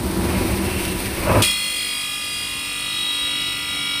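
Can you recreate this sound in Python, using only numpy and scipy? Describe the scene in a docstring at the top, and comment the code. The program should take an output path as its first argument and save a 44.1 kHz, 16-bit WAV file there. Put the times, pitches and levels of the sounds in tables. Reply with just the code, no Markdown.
"""One microphone close to the edge of a stone tabletop, where a motor spins a wet grinding wheel.
First, over machine rumble, coolant water sprays, swishes and drums on the guard, then gushes as the gap
closes. At 1.4 s the wheel bites, the edge chips, and the water's sound is ducked under the loud grinding.
The same grit passes once a turn, so stone and wheel whine on multiples of the shaft speed over a hiss;
single rings swell and fade as the contact travels along the edge. Near 3 s one takes over as a squeal."""
import sys
import numpy as np
from scipy import signal
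from scipy.fft import rfft, irfft
from scipy.io import wavfile
from scipy.ndimage import map_coordinates

SR = 44100
rng = np.random.default_rng(int(sys.argv[2]) if len(sys.argv) > 2 else 0)


def int16_out(signal):
    """Quantize to a 16-bit WAV file."""
    q = np.round(np.clip(np.atleast_2d(signal).T, -1, 1) * 32767)
    wavfile.write(sys.argv[1], SR, q.astype(np.int16))


N = 176400
T = np.arange(N) / SR
HZ = np.fft.rfftfreq(N, 1 / SR)

BITE_S = 1.416
MID_GRIND_S = (BITE_S + T[-1]) / 2
DULLING_DB_PER_S, DULLING_ABOVE_HZ = 2.5, 3500  # the top softens as the grinding goes on
# the shaft, slowing slightly: (time [s], speed [turns/s])
SHAFT_SPEED = [(0, 48.7), (1.6, 48.6), (2, 48.4), (2.8, 48.35), (4, 48.33)]
# main resonances of the stone: (frequency [Hz], width [Hz], relative level [dB])
STONE_MODES = [(2513, 22, -4.5), (2770, 89, -4.5), (3362, 124, 3.5)]


def amp(db):
    """Decibels to gain."""
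    return 10 ** (np.asarray(db) / 20)


def unit(x):
    """Scales to rms 1."""
    return x / np.sqrt(np.mean(x ** 2) + 1e-20)


def curve(points):
    """Reads a table over time."""
    return np.interp(T, *np.transpose(points))


def spectrum_db(points, hz):
    """Reads a table over log frequency."""
    f, db = np.transpose(points)
    return np.interp(np.log(hz + 1), np.log(f + 1), db)


def colour(x, points):
    """Filters x by a spectrum table, to rms 1."""
    return unit(irfft(rfft(x) * amp(spectrum_db(points, HZ)), N))


def noise(points):
    """Noise with a given spectrum, at rms 1."""
    return colour(rng.standard_normal(N), points)


def resonate(x, modes):
    """Rings x through resonances (frequency [Hz], width [Hz], level [dB])."""
    spectrum = rfft(x)
    return sum(amp(db) * unit(irfft(spectrum / (1 + 1j * (HZ - f) / width) ** 2, N))
               for f, width, db in modes)


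def wander(t, rate_hz, count):
    """Slow independent random curves, shape (times, count)."""
    spread, start = rng.random((2, 8, count, 1))
    return np.sin(2 * np.pi * (2 * rate_hz * spread * t + start)).sum(0).T / 2


def flutter(rate_hz, depth_db):
    """A random unevenness of level, in dB."""
    return depth_db * wander(T, rate_hz, count=1)[:, 0]


def clicks(per_s, spread_db):
    """Random clicks at rms 1; a spread makes a few of them large."""
    impulses = (rng.random(N) < per_s / SR) * rng.choice([-1, 1], N)
    return unit(impulses * amp(spread_db * np.minimum(rng.exponential(1, N), 4)))


def rumble():
    """The machine rumbles low behind everything."""
    spectrum = [(20, -42), (45, -1.5), (85, -3.5), (150, -4), (300, -8.5), (700, -20), (2000, -28.5)]  # machine noise: (frequency [Hz], relative density [dB])
    level = [(1.5, -44.5), (2.05, -52), (2.2, -49), (2.5, -41), (2.75, -46), (3.3, -44), (3.7, -41),
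             (4, -43.5)]  # its rise and fall: (time [s], level [dB])
    return noise(spectrum) * amp(curve(level))


def drumming():
    """Water drums on the guard, over low humming tones and resonances."""
    spectrum = [(20, -45), (33, -22), (45, -3.5), (85, 0), (150, -12), (280, -13), (360, -2.5), (420, -15),
                (900, -18.5), (2600, -33.5), (4000, -45)]  # dull patter: (frequency [Hz], relative density [dB])
    hum_modes = [(91.6, 14, -20), (190.1, 7.9, -6), (251.5, 10.6, -12.5), (327.6, 9.5, -9.5),
                 (359.6, 17, -14.5), (978, 16, -19)]  # humming tones and resonances: (frequency [Hz], width [Hz], relative level [dB])
    level = [(0, -23), (.12, -22.5), (.4, -19.5), (.62, -23.5), (.72, -24.5), (.9, -25.5), (.97, -26),
             (1.2, -27.5), (1.42, -24.5), (1.48, -43), (1.6, -84)]  # ducked under the grinding: (time [s], level [dB])
    patter = noise(spectrum) * amp(-2.0)
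    return (patter + resonate(rng.standard_normal(N), hum_modes)) * amp(curve(level))


def spray(splat_decay_s=0.0038):
    """The coolant jet hisses and spits, and two large drops splat on the guard."""
    spectrum = [(400, -33), (1500, -1.5), (2700, -2.5), (4300, -0.5), (6000, -6), (7200, -13), (8300, -0.5),
                (10000, 2.5), (11000, 0.5), (13200, 1), (15400, -11.5)]  # hissing jet: (frequency [Hz], relative density [dB])
    level = [(0, -31.5), (.5, -29), (.76, -29), (.8, -26), (.87, -29), (1.4, -28.5), (1.5, -42), (1.7, -43)]  # ducked under the grinding: (time [s], level [dB])
    drops = amp(-8.5) * clicks(per_s=1100, spread_db=2.5)
    jet = colour(rng.standard_normal(N) + drops, spectrum)
    splats = sum(amp(db) * (T >= at_s) * np.exp(-abs(T - at_s) / splat_decay_s)
                 for at_s, db in [(0.852, -18.5), (1.002, -22)])
    return jet * amp(curve(level) + flutter(rate_hz=14, depth_db=1)) + splats * noise(spectrum)


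def swish():
    """Water swishes unevenly round the wheel."""
    spectrum = [(250, 5), (550, 0), (1000, -5), (1700, -6), (2200, 1), (2700, 0), (3300, -17), (6000, -37)]  # swirling water: (frequency [Hz], relative density [dB])
    level = [(0, -45), (.2, -39), (.33, -29.5), (.55, -31), (.72, -30.5), (.81, -28.5), (.92, -33.5),
             (1.4, -28.5), (1.5, -60)]  # its surges: (time [s], level [dB])
    return noise(spectrum) * amp(curve(level) + flutter(rate_hz=12, depth_db=1.5))


def gush():
    """Water gushes as the gap between wheel and stone closes."""
    spectrum = [(25, -45), (55, -8), (96, 5), (145, -11.5), (230, -8.5), (425, -12.5), (604, -4),
                (758, -19), (992, -10.5), (2000, -27), (2620, -21), (3500, -57)]  # water in the gap: (frequency [Hz], relative density [dB])
    level = [(1.1, -62), (1.19, -28), (1.25, -26), (1.3, -12), (1.34, -18.5), (1.357, -11.5),
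             (1.385, -15.5), (1.412, -15), (1.44, -34.5), (1.54, -52.5)]  # peaks just before the bite: (time [s], level [dB])
    return noise(spectrum) * amp(curve(level))


def scuff(at_s=0.81, half_s=0.17, level_db=-34.5):
    """A faint ringing scrape swells under the spray."""
    modes = [(2720, 61, 0.86), (3000, 150, -1.1)]  # resonances: (frequency [Hz], width [Hz], relative level [dB])
    swell = amp(level_db) * np.exp(-((T - at_s) / half_s) ** 2)
    return swell * unit(resonate(rng.standard_normal(N), modes))


def chipping(rise_s=0.0041):
    """The sharp edge crumbles in a few rough, ringing bursts as the wheel first meets it."""
    chips = [(1.419, -7.5, 0.017), (1.446, -18, 0.015), (1.508, -15, 0.0054)]  # first blows: (time [s], level [dB], decay [s])
    spectrum = [(800, -55), (1700, -9), (3300, -2.5), (4200, -5.5), (7200, -12), (9000, -3.5), (11000, -6),
                (13000, -4), (15400, -28)]  # crumbling stone: (frequency [Hz], relative density [dB])
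    blows = sum(amp(db) * np.clip((T - at_s) / rise_s, 0, 1) * np.exp(-abs(T - at_s) / decay_s)
                for at_s, db, decay_s in chips)
    crumble = unit(noise(spectrum) + 0.33 * unit(resonate(rng.standard_normal(N), STONE_MODES)))
    return blows * np.tanh(crumble / 2) * 2


def slab(x, spacing_hz=70, ripple_db=6.6):
    """The slab's many weaker modes ripple the spectrum with narrow peaks and valleys."""
    knots = np.arange(0, SR, spacing_hz)
    ripple = np.interp(HZ, knots, rng.uniform(-ripple_db, ripple_db, len(knots)))
    return unit(irfft(rfft(x) * amp(ripple), N))


def scrape(turns, throb=0.41):
    """Fresh grains break from the stone in an even hiss; its main resonances chatter once a turn."""
    spectrum = [(30, -78), (90, -84), (400, -78), (800, -79.5), (1700, -75.5), (2400, -68), (2800, -73),
                (3080, -64), (3400, -93), (3620, -101), (3820, -61), (4100, -82), (4280, -62), (4520, -94),
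                (4850, -59.5), (5000, -118), (5130, -69), (5420, -70.5), (5660, -102), (5900, -72.5),
                (6250, -84.5), (6750, -71.5), (7200, -77.5), (8250, -72.5), (8650, -60), (9000, -98),
                (9430, -62.5), (9800, -85), (10150, -67.5), (11000, -77.5), (13300, -74.5), (15400, -92)]  # breaking grains: (frequency [Hz], relative density [dB])
    grit = rng.standard_normal(N) + amp(-3) * clicks(per_s=900, spread_db=0)
    chatter = unit(resonate(grit * (1 + throb * np.cos(2 * np.pi * turns)), STONE_MODES))
    scraping = amp(-32.5) * colour(slab(grit), spectrum) + amp(-39.5) * chatter
    treble = irfft(rfft(scraping) * (HZ > DULLING_ABOVE_HZ), N)
    return scraping - treble + treble * amp(-DULLING_DB_PER_S * (T - MID_GRIND_S))


def whine(turns, count=320, samples_per_turn=4096):
    """The slowly wearing grit repeats each turn and rings stone and wheel on shaft-speed multiples."""
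    body = [(50, -63), (150, -55), (450, -61.5), (800, -63.5), (1300, -59), (1800, -66.5), (2050, -55),
            (2800, -54.5), (3100, -57), (3400, -57), (3620, -67.5), (5400, -58.5), (6300, -72.5),
            (9500, -56), (15400, -69)]  # the weaker multiples: (frequency [Hz], level of each [dB])
    # swelling rings: (multiple of shaft speed, peak time [s], half length [s], level [dB])
    rings = [(1, 1.65, .4, -49), (6, 3.07, 1.13, -44), (20, 3.4, 1.26, -51), (25, 2.8, 2.4, -42.5),
             (27, 3.96, 1.3, -44.5), (29, 4.05, .8, -41), (35, 2.46, .9, -46), (41, 3.9, 2.4, -40),
             (42, 1.8, .8, -41), (46, 3.4, .8, -44), (47, 3.86, .33, -34), (50, 1.4, .55, -35),
             (51, 2.2, 1.2, -36), (55, 3.3, .8, -37.5), (57, 2.3, 1.6, -37), (58, 3.2, 2.5, -42),
             (59, 2.35, .4, -38), (60, 3.55, .6, -33), (66, 2.5, 4, -42), (67, 1.7, .6, -37),
             (68, 1.5, .05, -28), (68, 1.9, .65, -31.5), (68, 3.5, .7, -31), (69, 2.9, 1.5, -36.5),
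             (78, 3.15, .5, -37), (88, 1.62, .17, -32), (88, 1.83, .11, -32.5), (88, 3.4, .8, -43),
             (89, 3.3, .7, -40.5), (100, 1.92, .17, -33.5), (100, 2.36, .17, -35.5), (100, 3.9, .6, -44),
             (112, 3.9, .45, -37.5), (113, 3.4, 1.5, -45), (178, 1.7, .35, -34), (179, 3, .7, -37),
             (209, 2, .7, -42), (307, 1.8, .3, -47)]
    t, step_s = np.linspace(0, N / SR, 401, retstep=True)
    hz = np.arange(count) * SHAFT_SPEED[-1][1]
    treble = hz > DULLING_ABOVE_HZ
    dulling_db = DULLING_DB_PER_S * (t[:, None] - MID_GRIND_S) * treble
    waver = wander(t, rate_hz=1.178, count=count)
    body_waver_db, ring_waver_db = 5.5, 1.84
    height = amp(spectrum_db(body, hz) - 1 - dulling_db + body_waver_db * waver) * (hz > 0)
    for multiple, at_s, half_s, db in rings:
        swell = amp(db - 0.5 + ring_waver_db * waver[:, multiple]) / (1 + ((t - at_s) / half_s) ** 2)
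        height[:, multiple] = np.maximum(height[:, multiple], swell)
    # neighbouring multiples ring at nearly the same part of the turn, lower ones later on average
    lag_turns, spread_turns, throb_hz = 0.012, 0.06, 3291
    lead = np.cumsum(lag_turns + spread_turns * rng.standard_normal(count))
    lead -= np.interp(throb_hz, hz, lead)  # this ring peaks together with the scraping
    blur_share = 0.0003  # width of a high whistle as a share of its frequency
    random_walk = np.cumsum(rng.standard_normal(height.shape), 0)
    blur = treble * random_walk * np.sqrt(blur_share * hz * step_s / (2 * np.pi))
    drift = 0.1 * wander(t, rate_hz=0.97, count=count)
    cycles = np.cumsum(lead) + drift + blur
    # one turn's waveform for each moment, read out at the wheel's angle
    shapes = irfft(height * np.exp(2j * np.pi * cycles), samples_per_turn) * samples_per_turn / np.sqrt(2)
    looped = np.hstack([shapes, shapes[:, :1]])
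    return map_coordinates(looped, [T / step_s, turns % 1 * samples_per_turn], order=1)


def squeal(turns, multiple=79):
    """One ring locks on to the wheel and takes over as a piercing, nearly pure tone."""
    level = [(2.1, -43.5), (2.7, -40), (2.87, -34.5), (3, -27), (3.1, -25), (3.17, -27.5), (3.23, -24.5),
             (3.32, -28.5), (3.52, -28), (3.6, -41), (3.7, -28.5), (3.85, -32), (3.97, -28)]  # swells, with one brief dip: (time [s], level [dB])
    return amp(curve(level)) * unit(np.sin(2 * np.pi * multiple * turns)) * (T > BITE_S)


def scene(settle_s=0.023):
    """Water and machine rumble, then the wheel on the stone, all in mono with no room sound."""
    grind_gain = [(1.42, 9), (1.51, 4), (1.56, 1.5), (1.85, 0), (2.15, -.5), (2.7, -0.5), (3.1, 0),
                  (3.6, 0.5), (4, 1)]  # the grinding's level, loud at the bite and then settling: (time [s], gain [dB])
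    turns = np.cumsum(curve(SHAFT_SPEED)) / SR
    contact = np.clip((T - BITE_S) / settle_s, 0, 1) * amp(curve(grind_gain))
    grinding = contact * (whine(turns) + scrape(turns)) + squeal(turns) + chipping()
    water = drumming() + spray() + swish() + gush()
    return (water + scuff() + grinding + rumble())[None]


def record(dry):
    """The whole sound has one deep notch in the treble and a steep band limit above it."""
    notch_hz, notch_width_hz, edge_hz = 11630, 880, 15480
    offset_squared = ((HZ - notch_hz) / notch_width_hz) ** 2
    notched = irfft(rfft(dry) * offset_squared / (1 + offset_squared), N)
    band_limit = signal.firwin(1023, edge_hz, window=("kaiser", 9), fs=SR)
    return signal.oaconvolve(notched, band_limit[None], "same")


dry = scene()
out = record(dry)
int16_out(out)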